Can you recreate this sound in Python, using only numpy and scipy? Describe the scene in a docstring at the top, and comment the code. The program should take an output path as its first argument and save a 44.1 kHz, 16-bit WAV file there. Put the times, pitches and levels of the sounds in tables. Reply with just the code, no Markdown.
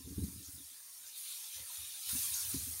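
"""Meat on a grill pan

A small room, one mono microphone, every source straight to it with no distance modelled. Slices of meat
sizzle on an electric grill pan: four bands of patchy noise, three with dense bursting bubbles, swell in steps
as the meat is moved and pressed. Spits of fat, from sharp and loud to faint and low, are clusters of close
tones. Soft bumps ring the modes of the table, which trembles as a wavering deep tone in rumble. Steady room
noise lies underneath."""
import sys
import numpy as np
from scipy import signal
from scipy.fft import rfft, irfft, next_fast_len
from scipy.io import wavfile
from scipy.ndimage import uniform_filter1d, map_coordinates

SR = 44100
rng = np.random.default_rng(int(sys.argv[2]) if len(sys.argv) > 2 else 0)


def unload_audio(sound):
    """Save the sound as a 16-bit wav file, at the path given as the first command line argument."""
    columns = np.transpose(np.atleast_2d(sound))
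    # keep every value between -1 and 1, then stretch to whole-number steps
    steps = np.round(np.clip(columns, -1, 1) * 32767)
    wavfile.write(sys.argv[1], SR, steps.astype(np.int16))


N = 123479  # length [samples], 2.8 s

# Strength of the frying:
# (time [s], high hiss level [dB], fizz level [dB], bubbling level [dB], low sputter level [dB])
SIZZLE_LEVELS = [(0.0, -56, -60, -63.5, -73.5), (0.08, -56, -60, -66.5, -71.5),
                 (0.23, -51, -60.5, -64.5, -71.5), (0.24, -47.5, -57, -64, -67),
                 (0.26, -51, -57.5, -67, -69), (0.42, -53, -58.5, -64.5, -73), (0.47, -52.5, -56, -65, -73),
                 (0.49, -52.5, -56.5, -64, -68.5), (0.52, -51, -57.5, -68, -72),
                 (0.689, -54.5, -61, -64, -73), (0.83, -54.5, -60, -68, -70),
                 (1.0, -53, -57.5, -66.5, -72.5), (1.03, -54.5, -59.5, -65, -71.5),
                 (1.07, -52.5, -55, -61.5, -71), (1.14, -54, -60, -59.5, -75.5),
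                 (1.18, -47, -53, -57, -69.5), (1.33, -46.5, -53, -52, -69), (1.46, -48.5, -51.5, -60, -69),
                 (1.5, -49.5, -56.5, -56.5, -68), (1.54, -48.5, -50, -57, -67),
                 (1.57, -48, -51.5, -53, -64), (1.65, -49.5, -55.5, -60.5, -65),
                 (1.71, -46.5, -52.5, -55.5, -65), (1.98, -48, -53, -54.5, -68.5),
                 (2.01, -46.5, -52, -57, -72.5), (2.06, -45, -50.5, -52, -70.5),
                 (2.089, -42.5, -49, -46.5, -62.5), (2.091, -38, -46, -45.5, -59),
                 (2.14, -38, -45.5, -51.5, -60), (2.25, -37, -44.5, -50.5, -59.5),
                 (2.32, -40.5, -48, -53.5, -63), (2.34, -37.5, -43.5, -48.5, -61),
                 (2.38, -39, -42, -55, -56.5), (2.47, -41, -48.5, -50, -65), (2.5, -39.5, -49, -55.5, -62),
                 (2.54, -40.5, -45.5, -50.5, -56.5), (2.59, -42.5, -47.5, -55.5, -63.5),
                 (2.8, -44, -52, -59.5, -64)]
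# Spectral shapes of the four bands, from high to low: (frequency [Hz], relative gain [dB])
HISS_SHAPE = [(7700, -33), (7960, -14), (8060, -9.5), (8500, -7), (9000, -4.5), (10500, -6), (12500, -8.5),
              (15500, -9.5), (15800, -7)]
FIZZ_SHAPE = [(3300, -40), (3900, -13), (4500, -4), (5000, -4), (5700, -2), (6400, 0), (7200, -1),
              (7500, -5), (7950, -7), (8300, -40)]
BUBBLING_SHAPE = [(1600, -40), (2200, -14), (2400, -5), (2800, -6), (3300, -2), (3750, 1), (4400, -3),
                  (5300, -40)]
SPUTTER_SHAPE = [(250, -36), (400, -36), (600, -10.5), (760, -5), (950, -1.5), (1400, -0.5), (2100, 0.5),
                 (2800, -12)]
NARROW_DB = 4.5  # rms depth of the narrow patches [dB]


def sizzle():
    """Four bands of frying: steam noise in patches, with bursting bubbles on all but the lowest."""
    hiss = patchy(2.6, 4, 5) + 0.6 * patchy(NARROW_DB, 1, 7)
    hiss += 0.51 * bubbles(count=9000, low_hz=6980, high_hz=15200, cycles=1.95, scatter_db=1.0)

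    fizz = patchy(4.9, 3, 6) + 1.0 * patchy(NARROW_DB, 1, 7)
    fizz += 0.36 * bubbles(count=5000, low_hz=3930, high_hz=8130, cycles=5.8, scatter_db=4.5)

    bubbling = patchy(6.4, 3, 6) + 0.9 * patchy(NARROW_DB, 1, 7)
    bubbling += 0.26 * bubbles(count=4000, low_hz=2086, high_hz=4590, cycles=6.0, scatter_db=1.0)

    sputter = patchy(4.26, 1, 8)

    bands = [(hiss, HISS_SHAPE), (fizz, FIZZ_SHAPE), (bubbling, BUBBLING_SHAPE), (sputter, SPUTTER_SHAPE)]
    times, *levels = np.transpose(SIZZLE_LEVELS)
    mix = np.zeros(N)
    for db, (band, shape) in zip(levels, bands):
        mix += level_curve(times, db) * coloured(band, shape)
    return mix


def bubbles(count, low_hz, high_hz, cycles, scatter_db):
    """Bubbles burst as short damped sines at random times, pitches and sizes, rms 1 together."""
    when, height, size = rng.random((3, count, 1))
    k = np.arange(200)  # samples in one burst
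    pitch = low_hz * (high_hz / low_hz) ** height
    turns = pitch * k / SR
    envelope = turns * np.exp(-2 * turns / cycles)  # peaks after cycles / 2
    # sizes differ; the larger scatter_db, the more a few bubbles stand out
    strength = amp(-scatter_db * np.log(0.012 + size))
    bursts = strength * envelope * np.sin(2 * np.pi * turns)
    places = (when * N).astype(int) + k
    return unit(np.bincount(places.ravel(), bursts.ravel())[:N])


# Spits of fat, from sharp and loud to faint and low: (time [s], level [dB], pitch [Hz], rise [s])
FAT_SPITS = [(0.456, -60, 6400, 0.007), (1.076, -44, 9800, .001), (1.178, -39, 8900, 0.00067),
             (1.308, -41.5, 7700, 0.00082), (1.32, -53, 3800, 0.0097), (1.575, -67, 552, 0.025),
             (1.697, -62, 952, 0.0083), (1.755, -49.5, 3800, 0.0053), (1.916, -56, 4100, 0.0066),
             (2.091, -50, 1800, .001), (2.094, -55, 1407, 0.011), (2.189, -40, 8000, 0.001),
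             (2.225, -42, 8600, 0.0011), (2.24, -58, 1110, 0.0051), (2.252, -35, 9500, 0.0013),
             (2.337, -38.5, 6300, 0.0064), (2.344, -34, 6460, .001)]
SPIT_SPREAD = 0.061  # relative spread of pitch within a spit


def spits():
    """Each spit is a short cluster of six close tones that swells and dies."""
    out = np.zeros(N + SR)
    t = np.arange(4000) / SR
    for start_s, db, hz, rise_s in FAT_SPITS:
        pitch = hz * (1 + SPIT_SPREAD * rng.standard_normal((6, 1)))
        phase = 2 * np.pi * rng.random((6, 1))
        cluster = np.sin(2 * np.pi * pitch * t + phase).sum(0) / np.sqrt(6)
        swell = t / rise_s * np.exp(1 - t / rise_s)  # reaches 1 at rise_s
        out[round(start_s * SR):][:len(t)] += amp(db) * swell * cluster
    return out[:N]


# Soft bumps on the table, by strength of each group of modes:
# (time [s], deep level [dB], middle level [dB], upper level [dB])
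TABLE_BUMPS = [(.002, -74, -72, -50), (0.059, -39.5, -62, -58), (0.071, -69, -57, -39.5),
               (0.104, -58, -48, -44), (0.118, -52, -61, -42), (0.179, -34, -37, -33),
               (0.22, -62, -48, -37.5), (0.237, -52, -36.5, -43.5), (.262, -40, -53, -47),
               (.280, -38, -43.5, -45), (0.296, -66, -56, -46.5), (0.323, -61, -60, -50),
               (0.358, -58, -47.5, -57), (0.37, -41, -63, -77), (0.399, -64, -57, -47.5),
               (0.421, -71, -68, -53), (0.482, -70, -84, -55), (.540, -46, -79, -55.5),
               (0.576, -65, -64.5, -60), (0.599, -72, -74, -54), (0.712, -86, -91, -69),
               (1.596, -72, -71, -81), (2.130, -34, -50.5, -62), (2.149, -49, -53, -47.5),
               (2.268, -77, -68, -79), (2.534, -55, -60, -53), (2.542, -28, -36.5, -35),
               (2.597, -67, -61, -53.5), (2.618, -58, -58, -67), (2.668, -67, -66, -46.5),
               (2.696, -68, -75, -60)]
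# Modes of the table top in three groups: (frequency [Hz], relative level [dB], 60 dB decay time [s])
DEEP_MODES = [(71, -15.5, 0.25), (100, -11, 0.05), (126, -8.5, 0.1)]
MIDDLE_MODES = [(191.5, 6.2, 0.065), (225.7, 4.9, 0.057)]
UPPER_MODES = [(273, 1, 0.093), (318, -9.5, 0.056), (364, -15, 0.04), (483, -15, 0.093)]
SOFT_S = 0.0027  # rise of a bump [s]
VARY_DB, DETUNE = 2.5, 0.04  # scatter of each mode's level [dB] and relative pitch
DULL_HZ = 410  # soft bumps excite little above this [Hz]


def table():
    """Every soft bump rings the deep, middle and upper modes of the table top."""
    out = np.zeros(N + SR)
    t = np.arange(SR // 4) / SR
    rise = 1 - np.exp(-(t / SOFT_S) ** 2)
    for start_s, *levels in TABLE_BUMPS:
        body = np.zeros(len(t))
        for db, modes in zip(levels, (DEEP_MODES, MIDDLE_MODES, UPPER_MODES)):
            body += amp(db) * ring(modes, t)
        out[round(start_s * SR):][:len(t)] += rise * body
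    return signal.sosfilt(signal.butter(4, DULL_HZ, fs=SR, output="sos"), out[:N])


def ring(modes, t):
    """Struck modes are decaying sines, each a little off in level and pitch."""
    total = np.zeros(len(t))
    for hz, db, t60 in modes:
        level = db + VARY_DB * rng.standard_normal()
        pitch = hz * (1 + DETUNE * rng.standard_normal())
        total += amp(level - 60 * t / t60) * np.sin(2 * np.pi * pitch * t)
    return total


# Trembling of the table while an arm leans or moves on it: (time [s], level [dB])
TREMBLE_LEVELS = [(0.0, -51), (0.01, -74), (0.06, -43), (0.08, -56), (0.121, -42.5), (0.15, -60),
                  (0.181, -36), (0.191, -49), (0.218, -39.5), (0.25, -38), (0.28, -68), (0.33, -57),
                  (0.35, -51), (0.37, -54.5), (0.39, -49), (0.42, -68), (0.46, -72), (0.489, -53),
                  (0.52, -78), (0.539, -58.5), (0.63, -68), (0.65, -69), (0.71, -90), (0.96, -96),
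                  (1.06, -86), (1.15, -93), (1.53, -102), (1.569, -63), (1.6, -65), (1.61, -56),
                  (1.68, -86), (1.72, -79), (1.74, -102), (1.78, -69), (1.828, -60.5), (1.91, -86),
                  (1.96, -77), (1.99, -100), (2.05, -99), (2.06, -79), (2.09, -62), (2.125, -62),
                  (2.14, -54), (2.18, -56), (2.24, -63.5), (2.33, -58), (2.38, -73), (2.47, -57),
                  (2.52, -58.5), (2.55, -44.5), (2.65, -56), (2.75, -53), (2.8, -66)]
# Spectral shape of the rumble around the tone: (frequency [Hz], relative gain [dB])
RUMBLE_SHAPE = [(40, -69), (60, 2), (85, 3.5), (120, 0.5), (150, -16), (300, -20), (450, -20), (600, -68)]
TREMBLE_HZ, WAVER_HZ = 78.7, 4.04  # centre pitch and its random wavering [Hz]
TREMBLE_ROUGH = 0.92  # rms of the rumble relative to the tone


def tremble():
    """A deep tone of the table, driven unsteadily, with rumble around it."""
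    # a smooth curve through 25 random values per second
    waver = map_coordinates(rng.standard_normal(80), [np.arange(N) / SR * 25])
    turns = np.cumsum(TREMBLE_HZ + WAVER_HZ * waver) / SR
    tone = np.sqrt(2) * np.sin(2 * np.pi * turns)
    rumble = coloured(rng.standard_normal(N), RUMBLE_SHAPE)
    return level_curve(*np.transpose(TREMBLE_LEVELS)) * unit(tone + TREMBLE_ROUGH * rumble)


# Spectral shape of the small room's noise: (frequency [Hz], relative gain [dB])
ROOM_SHAPE = [(20, -8), (50, -6), (80, -4), (150, -9.5), (300, -9.5), (600, -5.5), (900, -29)]
ROOM_DB = -83  # rms level [dB]


def room():
    """The room's low background is patchy noise at one steady overall level."""
    return amp(ROOM_DB) * coloured(patchy(3.4, 1, 8), ROOM_SHAPE)


def patchy(patchy_db, wide, long):
    """Noise, rms 1, whose gain wanders in patches, wide x long cells of 86 Hz x 6 ms."""
    cells = signal.stft(rng.standard_normal(N), nperseg=512)[2]
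    field = rng.standard_normal(cells.shape)
    for _ in range(2):
        field = uniform_filter1d(field, wide, 0)
        field = uniform_filter1d(field, long, 1)
    gain = amp(patchy_db * unit(field))
    return unit(signal.istft(cells * gain, nperseg=512)[1][:N])


def coloured(x, points):
    """x shaped by (frequency [Hz], gain [dB]) points, nearly silent outside them, rms 1."""
    m = next_fast_len(N + 8192)
    f, db = np.transpose(points)
    log_hz = np.log(np.fft.rfftfreq(m, 1 / SR) + 1)  # + 1 avoids log(0)
    gain = amp(np.interp(log_hz, np.log(f), db, -120, -120))
    return unit(irfft(rfft(x, m) * gain, m)[:N])


def level_curve(times, db):
    """Gain at every sample, gliding in decibels between the given times [s]."""
    return amp(np.interp(np.arange(N) / SR, times, db))


def amp(db):
    """Decibels to gain."""
    return 10 ** (np.asarray(db) / 20)


def unit(x):
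    """Scaled to rms 1."""
    return x / np.sqrt(np.mean(x ** 2) + 1e-20)


def scene():
    """All sources on one microphone, the same in both channels."""
    mono = sizzle() + spits() + table() + tremble() + room()
    return np.array([mono, mono])


LOW_CUT_HZ, TOP_HZ = 63, 15760  # bass corner and band limit of the microphone path [Hz]


def record(dry):
    """The microphone loses the deepest bass; nothing passes above the band limit."""
    m = next_fast_len(N + 8192)
    hz = np.fft.rfftfreq(m, 1 / SR)
    low_cut = 1 / np.sqrt(1 + (LOW_CUT_HZ / (hz + 1)) ** 6)
    return irfft(rfft(dry, m) * low_cut * (hz < TOP_HZ), m)[:, :N]


dry = scene()
out = record(dry)
unload_audio(out)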